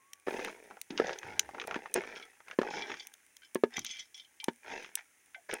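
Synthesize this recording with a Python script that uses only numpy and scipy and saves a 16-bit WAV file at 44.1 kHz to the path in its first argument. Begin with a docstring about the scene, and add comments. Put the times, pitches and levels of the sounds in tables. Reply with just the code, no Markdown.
"""A faint, fine sizzle opens the scene under a thin whistle that soon fades; loose kernels shift in a metal pot.
Hot shells snap now and then, as noise bursts with a woody body and a sharp top. A spatula shoves the heap of
kernels, which rumbles, rattles and settles: grains of short ringing kernels follow the level of each stroke.
The blade knocks, scrapes, groans and clinks on the pot, and hard kernels clack: struck modes, filtered clicks
and a sagging tone. The pot also shudders dully once; short echoes between its walls enclose most layers."""
import sys
import numpy as np
from scipy import signal
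from scipy.fft import rfft, irfft, next_fast_len
from scipy.io import wavfile
from scipy.ndimage import uniform_filter1d

SR = 44100
rng = np.random.default_rng(int(sys.argv[2]) if len(sys.argv) > 2 else 0)


def dump_mix(stems):
    """Bounce the given channels to the path in sys.argv[1] as a 16-bit WAV at rate SR."""
    frames = np.atleast_2d(stems).T  # one column per channel
    limited = np.clip(frames, -1, 1)  # hard clip at full scale
    pcm = np.round(limited * 32767).astype(np.int16)
    wavfile.write(sys.argv[1], SR, pcm)


N = 246959
TIME = np.arange(N) / SR
HIT = np.arange(SR // 6) / SR   # the time axis of one short sound, in seconds


def from_db(db):
    """Decibels to gain."""
    return 10 ** (np.asarray(db) / 20)


def rms_one(x):
    """Scale to unit power."""
    return x / np.sqrt(np.mean(x ** 2) + 1e-20)


def peak_one(x):
    """Scale to unit height."""
    return x / (np.abs(x).max() + 1e-20)


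def strike(x):
    """Scale a click to unit power over its first 6 ms."""
    return x / np.sqrt(np.mean(x[:round(.006 * SR)] ** 2) + 1e-20)


def in_time(rows):
    """The columns of a table, joined by straight lines."""
    s, *columns = np.transpose(rows)
    return [np.interp(TIME, s, c) for c in columns]


def drift(per_s):
    """Slow random wandering with a spread of about one, turning on average per_s times a second."""
    turns = np.cumsum(rng.exponential(1 / per_s, 1024))
    return np.interp(TIME, turns, rng.standard_normal(len(turns)))


def add(out, s, sound):
    """Mix a sound in at a time."""
    start = max(round(s * SR), 0)
    out[start:start + len(sound)] += sound[:max(N - start, 0)]


def band(x, low_hz, high_hz):
    """Butterworth band-pass."""
    return signal.sosfilt(signal.butter(2, [low_hz, high_hz], "band", fs=SR, output="sos"), x + 1e-18)


def dulled(x, edge_hz=7200):
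    """Wet kernels and a blunt blade give little top."""
    return signal.sosfilt(signal.butter(4, edge_hz, fs=SR, output="sos"), x + 1e-18)


def resonance(x, hz, width_hz):
    """One ringing mode."""
    r = np.exp(-np.pi * width_hz / SR)
    return signal.lfilter([1, 0, -1], [1, -2 * r * np.cos(2 * np.pi * hz / SR), r * r], x + 1e-18)


def coloured(x, spectrum):
    """Causal (minimum-phase) filter with the given spectrum."""
    size = 2 * next_fast_len(len(x) // 2 + 2048)
    hz, db = np.transpose(spectrum)
    grid = np.log(np.arange(size // 2 + 1) * SR / size + 1)
    log_gain = np.log(from_db(np.interp(grid, np.log(hz), db)))
    # folding the cepstrum onto positive times makes the filter minimum-phase
    cepstrum = irfft(log_gain)
    cepstrum[1:size // 2] *= 2
    cepstrum[size // 2 + 1:] = 0
    return irfft(rfft(x, size) * np.exp(rfft(cepstrum)))[:len(x)]


def burst(t60):
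    """A dying puff of noise."""
    return rng.standard_normal(len(HIT)) * from_db(-60 * HIT / t60)


def chime(hz, t60):
    """Modes struck together, each starting at a chance point of its cycle."""
    hz = np.reshape(hz, (-1, 1))
    return np.sin(2 * np.pi * (hz * HIT + rng.random(hz.shape))) * from_db(-60 * HIT / t60)


def contacts(per_s, spread_db):
    """Random touches, mostly light and a few hard."""
    return (rng.random(N) < per_s / SR) * from_db(spread_db * np.minimum(rng.exponential(1, N), 3))


def evened(sound, even_s):
    """The steady push of the hand evens out the power."""
    power = np.abs(uniform_filter1d(sound ** 2, int(even_s * SR) + 1))
    return sound / np.sqrt(power + 0.011 * power.mean())


def bowl(x, wet_db=-15, t60=0.08):
    """Sound bounces briefly between the metal walls: a short tail of coloured noise."""
    colour = [(100, -2.0), (1500, -6.5), (3300, -10), (7000, -2.0), (15000, -21.0)]
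    echoes = coloured(burst(t60) * (1 - np.exp(-HIT / 0.0015)), colour)
    echoes /= np.sqrt(2 * np.sum(echoes ** 2))
    return x + from_db(wet_db) * signal.oaconvolve(x, echoes)[:N]


# Colour of the air bed. Each row: frequency in Hz, relative level in dB.
AIR_COLOUR = [(30, -25), (300, 1), (1000, -7.5), (1800, -3.5), (4400, -21), (16000, -24.5)]
# Colour of the bursting bubbles. Each row: frequency in Hz, relative level in dB.
FIZZ_COLOUR = [(900, -26), (2100, -1.5), (4500, -19), (6300, -5), (7800, -10.5), (9800, -4.5), (12000, -18),
               (15000, -13)]
# The sizzle flares as the first stroke turns wet kernels onto hot metal. Each row: time in seconds, level in dB.
FIZZ_LEVEL = [(.25, -71.5), (.29, -57), (.6, -67), (1.6, -68.5)]


def sizzle(air_db=-78, crackle_db=-76):
    """Countless tiny bubbles and a few larger ones burst in the hot liquid, over still outdoor air."""
    fizz = rms_one(coloured(rng.standard_normal(N), FIZZ_COLOUR))
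    bubbles = signal.oaconvolve(contacts(per_s=72.0, spread_db=7.5), burst(0.0058))[:N]
    crackle = rms_one(coloured(bubbles, FIZZ_COLOUR))
    air = rms_one(coloured(rng.standard_normal(N), AIR_COLOUR))
    fizz_db, = in_time(FIZZ_LEVEL)
    return from_db(fizz_db) * fizz + from_db(crackle_db) * crackle + from_db(air_db) * air


# A faint whistle. Each row: time in seconds, centre pitch in Hz, level in dB.
WHISTLE_PATH = [(0, 1060, -71.5), (.13, 1140, -69), (.33, 1115, -94.5)]


def whistle(waver_hz=14):
    """A thin, slightly unsteady tone that rises and fades."""
    hz, db = in_time(WHISTLE_PATH)
    hz = hz + waver_hz * rms_one(band(rng.standard_normal(N), 15, 120))
    return from_db(db) * np.sqrt(2) * np.sin(2 * np.pi * np.cumsum(hz) / SR)


def push(s, rise_s, hold_s, t60):
    """A stroke of the hand builds up, holds and dies away."""
    age = TIME - s
    rise = np.clip(age / rise_s, 0, 1)
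    return rise * from_db(-60 * np.clip((age - rise_s - hold_s) / t60, 0, 2))


# The blade shoves the heap, which then settles. Each row: start in seconds, rise in seconds, hold in seconds,
# t60 of the fading effort in seconds, rumble level in dB, kernel rattle level in dB.
SHOVES = [(0.266, 0.0015, .21, 0.25, -44, -46.5), (0.503, 0.027, 0.2, 0.28, -59, -63.5),
          (0.9, 0.0028, 0.079, 0.18, -57.5, -57.5), (0.985, 0.012, 0.11, 0.29, -39, -44),
          (1.19, 0.086, 0.015, 0.9, -48.5, -49.5), (1.504, 0.039, 0.11, 0.038, -51.5, -61.5),
          (1.671, 0.002, 0.0041, 0.89, -43, -49), (1.949, 0.0061, 0.0097, 0.26, -33.5, -36.5),
          (2.014, 0.051, 0.096, 0.46, -52.5, -50), (2.447, 0.07, 0.021, 0.054, -59, -54.5),
          (2.605, 0.011, 0.16, 0.57, -42, -50.5), (2.706, 0.0305, 0.063, 0.62, -76.5, -45),
          (2.867, 0.037, 0.0094, 0.16, -45, -47.5), (3.699, 0.081, 0.0042, 0.049, -60, -48),
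          (4.622, 0.12, 0.014, 0.39, -45, -45), (4.97, 0.0084, 0.0067, 0.09, -81, -44.5),
          (5.489, 0.0046, 0.044, 0.21, -43.5, -42)]
# The blade's edge slides on the wall. Each row: start in seconds, hold in seconds, level in dB.
SCRAPES = [(0.364, 0.13, -57.5), (0.962, 0.2, -63.5), (2.153, 0.027, -53.5), (2.703, 0.11, -49.5),
           (2.868, 0.16, -57), (3.762, 0.011, -44), (3.852, 0.15, -51), (4.15, 0.048, -59.5),
           (4.68, 0.17, -58)]
SCRAPE_RISE_S, SCRAPE_T60_S = 0.0014, 0.17   # the edge bites at once, and the wall rings on after it lifts
DRAG_DB = -12.5   # every shove also drags the blade over the bottom, this far below the rattle
LOOSE_DB = -75    # loose kernels keep shifting between the shoves
NUDGE_DB = -16    # a scrape nudges a few kernels, this far below its own level


def strokes(rumble_power=1.11, rattle_power=0.78):
    """Rumble, rattle and scrape in dB: strokes add in power, and the heap stops before its loose kernels do."""
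    rumble, rattle, scrape = np.full((3, N), 1e-12)
    for s, rise_s, hold_s, t60, rumble_db, rattle_db in SHOVES:
        effort = push(s, rise_s, hold_s, t60)
        rumble += (from_db(rumble_db) * effort ** rumble_power) ** 2
        rattle += (from_db(rattle_db) * effort ** rattle_power) ** 2
    for s, hold_s, db in SCRAPES:
        scrape += (from_db(db) * push(s, SCRAPE_RISE_S, hold_s, SCRAPE_T60_S)) ** 2
    nudged = from_db(LOOSE_DB) ** 2 + from_db(NUDGE_DB) ** 2 * scrape
    dragged = from_db(DRAG_DB) ** 2 * rattle
    return 10 * np.log10([rumble, rattle + nudged, scrape + dragged])


def grains(touches, spectrum, t60, even_s, low_hz, high_hz, tone_db, count=32):
    """Each touch rings one of several kernels, each with its own note; the same few stay in contact for a while."""
    rings = np.zeros(N)
    kernels = []
    for note in chime(rng.permutation(np.geomspace(low_hz, high_hz, count)), t60):
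        tap = coloured(7 * (HIT == 0) + burst(t60), spectrum)
        kernels.append((strike(tap) + from_db(tone_db) * strike(note))[:SR // 30])
    at = np.flatnonzero(touches)
    # two neighbouring kernels share the touches, moving on 22 times a second
    dealt = (TIME[at] * 22 + rng.integers(0, 2, len(at))).astype(int) % count
    for i, k in zip(at, dealt):
        add(rings, i / SR, touches[i] * (-1) ** k * kernels[k])
    return evened(dulled(rings), even_s)


# Modes of the bare wall, rung by the blade's edge. Each row: frequency in Hz, relative level in dB.
WALL_MODES = [(2050, 5), (2320, 8), (3080, 2.5), (3220, 3), (3420, 3.5), (4340, -15), (5300, 0.5),
              (5950, 0), (6300, -18.5)]


def singing(touches, width_hz=45, wander_db=4, weak_db=-6):
    """Slips drive the wall's main modes and many weak ones, now one and now another as the blade travels."""
    weak = [(hz, weak_db) for hz in rng.uniform(1700, 6800, 10)]
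    modes = np.zeros(N)
    for hz, db in WALL_MODES + weak:
        level = from_db(db + wander_db * drift(30))
        modes += level * rms_one(resonance(touches * rng.standard_normal(N), hz, width_hz))
    return evened(dulled(band(modes, 1700, 11000)), even_s=0.061)


# Colour of the shoved heap. Each row: frequency in Hz, relative level in dB.
RUMBLE_COLOUR = [(50, -46.5), (125, -22), (190, -8.5), (300, -5), (410, 5), (640, -3.5), (900, -2),
                 (1400, -41.5)]
# Colour of the rattling kernels. Each row: frequency in Hz, relative level in dB.
RATTLE_COLOUR = [(400, -26), (850, 5.5), (1200, -4.5), (1650, 9.5), (2300, 4.5), (2900, -6.5),
                 (4500, -20.5), (9000, -28.5)]
# Colour of the grating blade. Each row: frequency in Hz, relative level in dB.
SCRAPE_COLOUR = [(1500, -13), (2200, -2.5), (3400, 1.5), (4400, -6), (5500, 2), (6800, -2.5), (7800, -25.5)]


def stirring(grate_db=-5.0, sing_db=2.5):
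    """The shoved heap rumbles, its kernels rattle, and the blade's edge sticks and slips on the metal."""
    rumble_db, rattle_db, scrape_db = strokes()
    bumps = contacts(per_s=110, spread_db=5.5)   # shared, so that all three layers jolt together
    slips = bumps + contacts(per_s=900, spread_db=3.5)
    rumble = grains(bumps + contacts(per_s=200, spread_db=2.0), RUMBLE_COLOUR,
                    t60=0.024, even_s=0.026, low_hz=300, high_hz=605, tone_db=-13.5)
    rattle = grains(bumps + contacts(per_s=150, spread_db=5.5), RATTLE_COLOUR,
                    t60=0.034, even_s=0.023, low_hz=1314, high_hz=2650, tone_db=-2.5)
    grate = grains(slips, SCRAPE_COLOUR, t60=0.012, even_s=0.19, low_hz=2500, high_hz=6570, tone_db=-16)
    bare = np.sqrt(1 / (1 + from_db(rumble_db - scrape_db)))   # kernels heaped on the wall damp its ring
    scrape = from_db(grate_db) * (2 - bare) * grate + from_db(sing_db) * bare * singing(slips)
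    return from_db(rumble_db) * rumble + from_db(rattle_db) * rattle + from_db(scrape_db) * scrape


# Hot shells snap. Each row: start in seconds, level of the crack's body in dB, level of its sharp top in dB.
SNAPS = [(0.133, -45, -50), (0.447, -51, -45.5), (0.8143, -43, -39), (1.187, -42, -68), (1.394, -21, -33.5),
         (1.6727, -49.5, -46), (1.9409, -32.5, -27.5), (3.0698, -48.5, -46.5), (3.1384, -52.5, -56.5),
         (3.367, -52.5, -56), (3.5469, -44, -39), (3.7684, -36.5, -61), (3.7922, -35, -60),
         (3.8472, -38.5, -44.5), (4.4415, -37.5, -38), (4.954, -36, -27.5), (5.539, -42, -37)]
# Colour of the crack's woody body. Each row: frequency in Hz, relative level in dB.
SHELL_BODY = [(200, -32), (1000, -18.5), (2400, 0), (3600, 0.5), (4700, -8.5), (6300, 6.5), (8000, -17.5)]
# Colour of the crack's sharp top. Each row: frequency in Hz, relative level in dB.
SHELL_TOP = [(3000, -38.5), (7700, -5), (8900, 9.5), (10300, 3), (12000, -8), (14500, -1.5)]


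def snaps(t60=0.0105, top_t60=0.006):
    """A shell splits within about a millisecond: two short noise bursts, one woody and one sharp."""
    out = np.zeros(N)
    split = 1 - np.exp(-HIT / 0.00072)
    for s, body_db, top_db in SNAPS:
        add(out, s, from_db(body_db) * strike(coloured(split * burst(t60), SHELL_BODY)))
        add(out, s, from_db(top_db) * strike(coloured(split * burst(top_t60), SHELL_TOP)))
    return out


# The blade knocks on the pot. Each row: start in seconds, thud level in dB, thud pitch in Hz,
# level of its ring in dB relative to the thud, clack level in dB.
KNOCKS = [(0.2721, -29, 398, -12, -33.5), (0.2828, -22, 453, -26, -29.5), (0.324, -34, 375, -11, -49),
          (0.345, -28.5, 410, -19, -63), (0.392, -29, 404, -18, -34.5), (0.905, -33, 266, -9, -41.5),
          (0.9986, -15.5, 448, -5, -22), (1.761, -29, 315, -9, -29.5), (1.956, -24, 399, -8, -33),
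          (1.975, -25.5, 387, -3.5, -41.5), (2.588, -12.5, 349, -27, -22), (2.6152, -23.5, 449, -10, -27.5),
          (3.5554, -18.5, 367, -15.5, -27.5), (3.636, -12.5, 421, -5, -22.5),
          (4.483, -20, 316.4, -11.5, -22.5), (5.534, -29, 447, -8, -33)]
# Modes of the loaded pot. Each row: frequency in Hz, relative level in dB, t60 in seconds.
POT_MODES = [(237.8, 0.5, 0.16), (320, -2, 0.06), (497, 0.5, 0.05), (900, -1, 0.091), (1680, -8, 0.11),
             (2250, -21.5, 0.12)]
BLADE_HZ = 1740   # the blade's own woody note


def knocks(thud_width=1.535, body_width_hz=42, clack_t60=0.023, overtone=2.93, pot_db=-25, blade_db=-3, crack_db=-5):
    """The cushioned blade thuds and rings on at that pitch, wakes the pot's modes, and clacks on two woody notes."""
    out = np.zeros(N)
    hz, mode_db, t60 = np.transpose(POT_MODES)[:, :, None]
    swell = 1 - np.exp(-HIT / 0.00047)
    for s, thud_db, thud_hz, ring_db, clack_db in KNOCKS:
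        thud = band(HIT == 0, thud_hz / thud_width, thud_hz * thud_width)
        thud = peak_one(band(thud, 96, 600))
        body = thud + from_db(ring_db) * peak_one(resonance(thud, thud_hz, body_width_hz))
        pot = swell * np.sum(from_db(mode_db) * chime(hz, t60), axis=0)
        contact, blade = swell * chime([overtone * thud_hz, BLADE_HZ], clack_t60)
        crack = peak_one(band(swell * burst(0.034), 840, 2800))
        clack = peak_one(contact + from_db(blade_db) * blade) + from_db(crack_db) * crack
        add(out, s, from_db(thud_db) * (body + from_db(pot_db) * pot) + from_db(clack_db) * clack)
    return out


# The hardest clacks of single kernels against the blade and the wall.
# Each row: start in seconds, nominal peak level in dB before colouring, pitch in Hz.
CLACKS = [(0.447, -22, 2080), (0.481, -26.5, 870), (0.709, -31.5, 900), (0.769, -35, 850),
          (0.904, -28.5, 2650), (0.976, -18, 2800), (0.985, -25, 1670), (1.069, -28, 3470),
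          (1.093, -22.5, 1590), (1.13, -27.5, 2960), (1.23, -26.5, 1620), (1.49, -28, 880),
          (1.5463, -28, 1190), (1.581, -27.5, 1020), (1.598, -22, 2310), (1.614, -23, 1830),
          (1.639, -30, 1380), (1.6742, -34, 1370), (1.7101, -20.5, 1440), (1.729, -32, 1150),
          (1.743, -20, 1530), (1.757, -25, 1750), (1.8576, -25.5, 1250), (2.037, -31, 1480),
          (2.16, -30, 2250), (2.403, -38.5, 1204), (2.482, -32.5, 1520), (2.511, -25.5, 1650),
          (2.631, -22, 770), (2.792, -38, 1765), (2.902, -25, 1630), (2.916, -22.5, 1990),
          (2.94, -27, 1780), (3.779, -27.5, 900), (3.864, -24.5, 3920), (4.717, -30, 2080),
          (4.845, -30, 1970), (4.985, -36.5, 2130), (5.494, -28.5, 900), (5.512, -23.5, 2260)]
CREST_DB = 12   # a clack's nominal peak stands this far above its power


def clacks(width=1.57, shiver_db=-20, t60=0.041, tail_db=-46, tail_t60=0.34, contact_s=.001,
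           note_db=-4, note_t60=0.016, overtone=1.7, overtone_db=-4):
    """A hard kernel hits with a short, shivering pulse and rings at its own pitch and one overtone."""
    out = np.zeros(N)
    for s, db, hz in CLACKS:
        touch = (HIT == 0) + from_db(shiver_db) * burst(t60) + from_db(tail_db) * burst(tail_t60)
        pulse = strike(band(touch, hz / width, hz * width))
        low, high = chime([hz, hz * overtone], note_t60)
        note = strike(low + from_db(overtone_db) * high)
        add(out, s + contact_s, from_db(db - CREST_DB) * strike(pulse + from_db(note_db) * note))
    return coloured(out, [(150, 0.0), (3500, -3), (4400, -8.0), (6500, 3.5), (8000, -18.0)])


# The dragging blade makes the bottom groan.
# Each row: start in seconds, relative level in dB, starting pitch in Hz, seconds it takes to fade by fade_db.
GROANS = [(0.914, -51, 321, 0.19), (3.77, -45.5, 244, 0.046), (4.427, -52, 900, 0.024),
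          (5.36, -55.5, 729, 0.037)]


def groans(sag_octaves_per_s=2.2, rough=0.85, fade_db=16, rise_s=0.0054):
    """A rough tone swells, then sags in pitch and fades as the blade slows."""
    out = np.zeros(N)
    for s, db, hz, fade_s in GROANS:
        phase = 2 * np.pi * np.cumsum(hz * 2 ** (-sag_octaves_per_s * HIT)) / SR
        grip = 1 + rough * rms_one(band(rng.standard_normal(len(HIT)), 16, 90))
        level = from_db(db - fade_db * HIT / fade_s) * (1 - np.exp(-HIT / rise_s))
        add(out, s, level * grip * 2 * np.sin(phase))
    return out


# The pot rocks dully on its stand. Each row: time in seconds, relative level in dB, centre pitch in Hz.
ROCKING_PATH = [(1.22, -92.5, 94), (1.25, -58.5, 92.6), (1.5, -69.5, 65), (1.58, -93.5, 65)]


def rocking(rough_db=-3):
    """A dull, uneven shudder of the whole pot, wandering in pitch."""
    db, hz = in_time(ROCKING_PATH)
    phase = 2 * np.pi * np.cumsum(hz * (1 + 0.19 * drift(60))) / SR
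    shudder = np.sin(phase) * (1 + .4 * drift(40))
    rough = rms_one(band(rng.standard_normal(N), 85, 140))
    return from_db(db) * (shudder + from_db(rough_db) * rough)


# The blade's edge clinks on the bare wall.
# Each row: start in seconds, level in dB before dulling, lower partial in Hz, upper partial in Hz.
CLINKS = [(2.225, -47, 2190, 3380), (2.673, -41.5, 1510, 1585), (2.821, -37, 2340, 3370),
          (2.997, -42.5, 3490, 4600), (3.419, -58, 1505, 3080), (3.432, -54, 1580, 3100),
          (3.447, -56.5, 3070, 5200), (3.738, -47, 3610, 5220), (3.766, -37.5, 2028, 2270),
          (3.864, -45, 3280, 6170), (3.91, -38, 3375, 6260), (3.993, -41.5, 3330, 5910),
          (4.144, -47, 3360, 5630), (4.197, -47.5, 3120, 3600), (4.246, -59, 3040, 3230),
          (4.4, -43, 2340, 3140), (5.3453, -43, 1540, 2090)]


def clinks(t60=0.085, upper_db=-2, wall_db=-6, focus_db_per_octave=12, grit_db=-5, grit_t60=0.04, rise_s=.0005):
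    """The edge skips on the bare wall: a little grit, two strong partials, and wall modes, favouring those near."""
    out = np.zeros(N)
    hz, mode_db = np.transpose(WALL_MODES)
    for s, db, low_hz, high_hz in CLINKS:
        low, high = chime([low_hz, high_hz], t60)
        partials = strike(low + from_db(upper_db) * high)
        octaves_off = np.abs(np.log2(hz / np.sqrt(low_hz * high_hz)))
        wall = from_db(mode_db - focus_db_per_octave * octaves_off) @ chime(hz, t60)
        grit = band(burst(grit_t60), low_hz / 0.94, high_hz * 1.4)
        sound = partials + from_db(wall_db) * strike(wall) + from_db(grit_db) * strike(grit)
        add(out, s, from_db(db) * strike(sound * (1 - np.exp(-HIT / rise_s))))
    return dulled(out)


def scene():
    """Heap and blade echo inside the pot; shells snap on top of the heap, further from the walls, and echo less."""
    shells = bowl(snaps(), wet_db=-21)
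    blade = bowl(knocks(), wet_db=-15.5)
    heap = bowl(stirring() + groans() + clacks() + clinks())
    return (heap + blade + shells + rocking() + sizzle() + whistle())[None]


def record(dry, cutoff_hz=15900):
    """The top is cut steeply."""
    return signal.sosfilt(signal.ellip(10, .2, 70, cutoff_hz, fs=SR, output="sos"), dry)


dry = scene()
out = record(dry)
dump_mix(out)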